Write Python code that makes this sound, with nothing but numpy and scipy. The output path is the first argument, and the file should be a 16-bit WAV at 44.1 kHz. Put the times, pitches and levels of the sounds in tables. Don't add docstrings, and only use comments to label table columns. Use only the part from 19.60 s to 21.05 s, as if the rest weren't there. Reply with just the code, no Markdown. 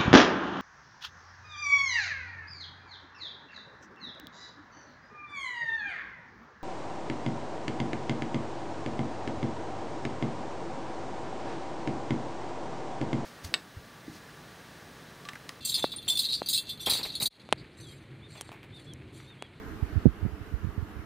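import sys
import numpy as np
from scipy import signal
from scipy.fft import rfft, irfft
from scipy.io import wavfile
from scipy.ndimage import uniform_filter1d

SR = 44100
rng = np.random.default_rng(int(sys.argv[2]) if len(sys.argv) > 2 else 0)


def store_pcm(level_fs):
    pcm = np.round(np.clip(level_fs, -1, 1) * 32767).astype(np.int16)
    wavfile.write(sys.argv[1], SR, np.atleast_2d(pcm).T)


N = 63945


def amp(db):
    return 10 ** (np.asarray(db) / 20)


def unit_rms(x):
    return x / np.sqrt(np.mean(x ** 2) + 1e-20)


def curve_at(points, hz):
    points_hz, values = np.transpose(points)
    return np.interp(np.log(hz + 1), np.log(points_hz + 1), values)


def band_noise(gain):
    return unit_rms(irfft(rfft(rng.standard_normal(N)) * gain, N))


# (frequency [Hz], relative density [dB])
ROOM_SPECTRUM = [(25, -30), (50, -14.5), (90, 0), (150, -7), (210, -1.5), (265, -2.5), (340, -3),
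                 (440, -5.5), (520, -14), (650, -11), (950, -13.5), (1250, -10.5), (1750, -13.5),
                 (2300, -21), (2900, -21.5), (3500, -27), (5500, -32), (8000, -37.5), (10500, -37.5),
                 (13000, -35), (15400, -37)]
# (frequency [Hz], coherence [0-1])
ROOM_COHERENCE = [(60, 0.6), (130, 1), (290, 0.87), (640, 0.63), (1400, 0.41), (3100, .18), (6800, 0),
                  (15000, 0.04)]
# (frequency [Hz], left minus right [dB])
ROOM_BALANCE = [(60, -2), (120, 5), (200, -1.5), (380, -7.5), (700, 5.5), (1300, -2), (2400, -2), (4400, 0),
                (15000, 1)]


def room_noise(level_db=-44.5, patch_db=1.27, swell_db=0.24, fft_size=2048):
    hop = fft_size // 4
    frames = N // hop + 5
    hz = np.fft.rfftfreq(fft_size, 1 / SR)
    draws = rng.standard_normal((frames, len(hz), 5))
    left = draws[..., 0] + 1j * draws[..., 1]
    independent = draws[..., 2] + 1j * draws[..., 3]
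    coherence = curve_at(ROOM_COHERENCE, hz)
    right = coherence * left + np.sqrt(1 - coherence ** 2) * independent
    drift = uniform_filter1d(draws[..., 4], size=6, axis=0)
    patches = unit_rms(uniform_filter1d(drift, size=20, axis=1))
    swell = unit_rms(uniform_filter1d(rng.standard_normal(frames), size=8))[:, None]
    shape_db = curve_at(ROOM_SPECTRUM, hz) + patch_db * patches + swell_db * swell
    lean = amp(curve_at(ROOM_BALANCE, hz) / 2)
    spectra = np.array([left * lean, right / lean]) * amp(shape_db)
    _, noise = signal.istft(spectra.swapaxes(-1, -2), nperseg=fft_size, noverlap=fft_size - hop)
    return amp(level_db) * unit_rms(noise[:, :N])


# (centre [Hz], width [Hz], rms level [dB])
HUM_BANDS = [(194.3, 18, -56), (306, 33, -51.5), (428.3, 31, -57.5)]


def room_hum(left_db=-2.5):
    hz = np.fft.rfftfreq(N, 1 / SR)
    hum = sum(amp(db) * band_noise(np.exp(-2 * ((hz - centre_hz) / width_hz) ** 2))
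              for centre_hz, width_hz, db in HUM_BANDS)
    return hum * np.array([[amp(left_db)], [1]])


def grip_shuffle(level_db=-43.5, low_hz=34.8, high_hz=85, swell_db=2.5, swell_hz=6):
    hz = np.fft.rfftfreq(N, 1 / SR) + 1
    rub = band_noise(1 / (1 + (low_hz / hz) ** 4 + (hz / high_hz) ** 4))
    swell = band_noise(np.exp(-hz / swell_hz))
    return amp(level_db) * unit_rms(rub * amp(swell_db * swell))


# (time [s], peak [dB], contact [ms], resonance [Hz], Q [-])
FINGER_PUSHES = [(.072, -35.5, 4.4, 55, 2.3), (0.109, -36, 5.1, 72, 1.6), (0.227, -14, 1.37, 62.4, 1.66),
                 (.328, -25, 1.66, 70, 3), (0.357, -19.5, 1.2, 100, 1.6), (.365, -14, 2.2, 82, 1.7),
                 (0.377, -17, 1.66, 66.3, 0.55), (.457, 1.5, 0.67, 200, 1.37), (.465, 0.5, 0.71, 104, 1.65),
                 (.472, -12.5, 0.68, 171, 1.4), (.478, -7.5, 1, 42, .9), (0.492, -23, 2.6, 42, 1.9),
                 (0.616, -28, 1.9, 85, 2.2), (0.628, -16, 1.43, 78.7, 4.5), (.652, -14.5, 0.66, 120.4, 2.5),
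                 (.662, -13.5, 0.76, 129, 0.95), (0.671, -24, 3.1, 62.3, 2.5), (0.721, -29.5, 1.4, 75, 1.7),
                 (.733, -24.5, 1.65, 61, 1.7), (0.813, -25, 1.7, 87.5, 1.6), (0.926, -26.5, 1.2, 70, 1.1),
                 (.939, -15.5, 1.73, 54, 1.77), (1.033, -27.5, 1.3, 85, 1.5), (1.045, -16, 1.16, 84, 1.63),
                 (1.051, -22, 0.7, 170, 1.8), (1.07, -19.5, 1.4, 116, 1.9), (1.089, -23, 2, 55, 0.95),
                 (1.179, -16.5, 0.82, 77.4, 4.3), (1.226, -18, 1.45, 82, 1.5),
                 (1.365, -28.5, 1.5, 76.6, 3.1), (1.393, -27.5, 2.1, 81, 1.4)]


def finger_thumps(mic_low_hz=38.4):
    t = np.arange(N) / SR
    mic_highpass = signal.butter(2, mic_low_hz, "high", fs=SR, output="sos")
    thumps = np.zeros(N)
    for at_s, peak_db, contact_ms, ring_hz, q in FINGER_PUSHES:
        offset_ms = (t - at_s) * 1000
        push = -1 / np.cosh(np.clip(offset_ms / contact_ms, -40, 40))
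        omega = 2 * np.pi * ring_hz
        resonance = signal.bilinear([1, 0, 0], [1, omega / q, omega ** 2], SR)
        rocking = signal.lfilter(*resonance, push)
        thump = signal.sosfilt(mic_highpass, rocking)
        thumps += amp(peak_db) * thump / abs(thump).max()
    return thumps


# (frequency [Hz], level [dB], T60 [s])
CASING_MODES = [(436, -20, 0.053), (590, -41, 0.038), (750, -22, 0.027), (1210, -46, 0.034),
                (1470, -43, 0.053)]


def knock_ring(at_s=0.457, rise_s=0.00403):
    age_s = np.maximum(np.arange(N) / SR - at_s, 0)
    ring = sum(amp(db - 60 * age_s / t60_s) * np.sin(2 * np.pi * hz * age_s)
               for hz, db, t60_s in CASING_MODES)
    return np.minimum(age_s / rise_s, 1) * ring


def gain_control(x, threshold_db=-5.5, share=0.4, recovery_db_per_s=0.53):
    peak_db = 20 * np.log10(abs(x).max(0) + 1e-9)
    demand_db = share * np.maximum(peak_db - threshold_db, 0)
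    recovery_db = recovery_db_per_s * np.arange(N) / SR
    cut_db = np.maximum.accumulate(demand_db + recovery_db) - recovery_db
    return x * amp(-uniform_filter1d(cut_db, size=200))


def scene(left_leak_db=-44):
    room = room_noise() + room_hum()
    handling = grip_shuffle() + finger_thumps() + knock_ring()
    return room + handling * np.array([[amp(left_leak_db)], [1]])


def record(dry, cutoff_hz=15500):
    lowpass = signal.firwin(511, cutoff_hz, window=("kaiser", 9), fs=SR)
    return signal.oaconvolve(gain_control(dry), lowpass[None], "same")


dry = scene()
out = record(dry)
store_pcm(out)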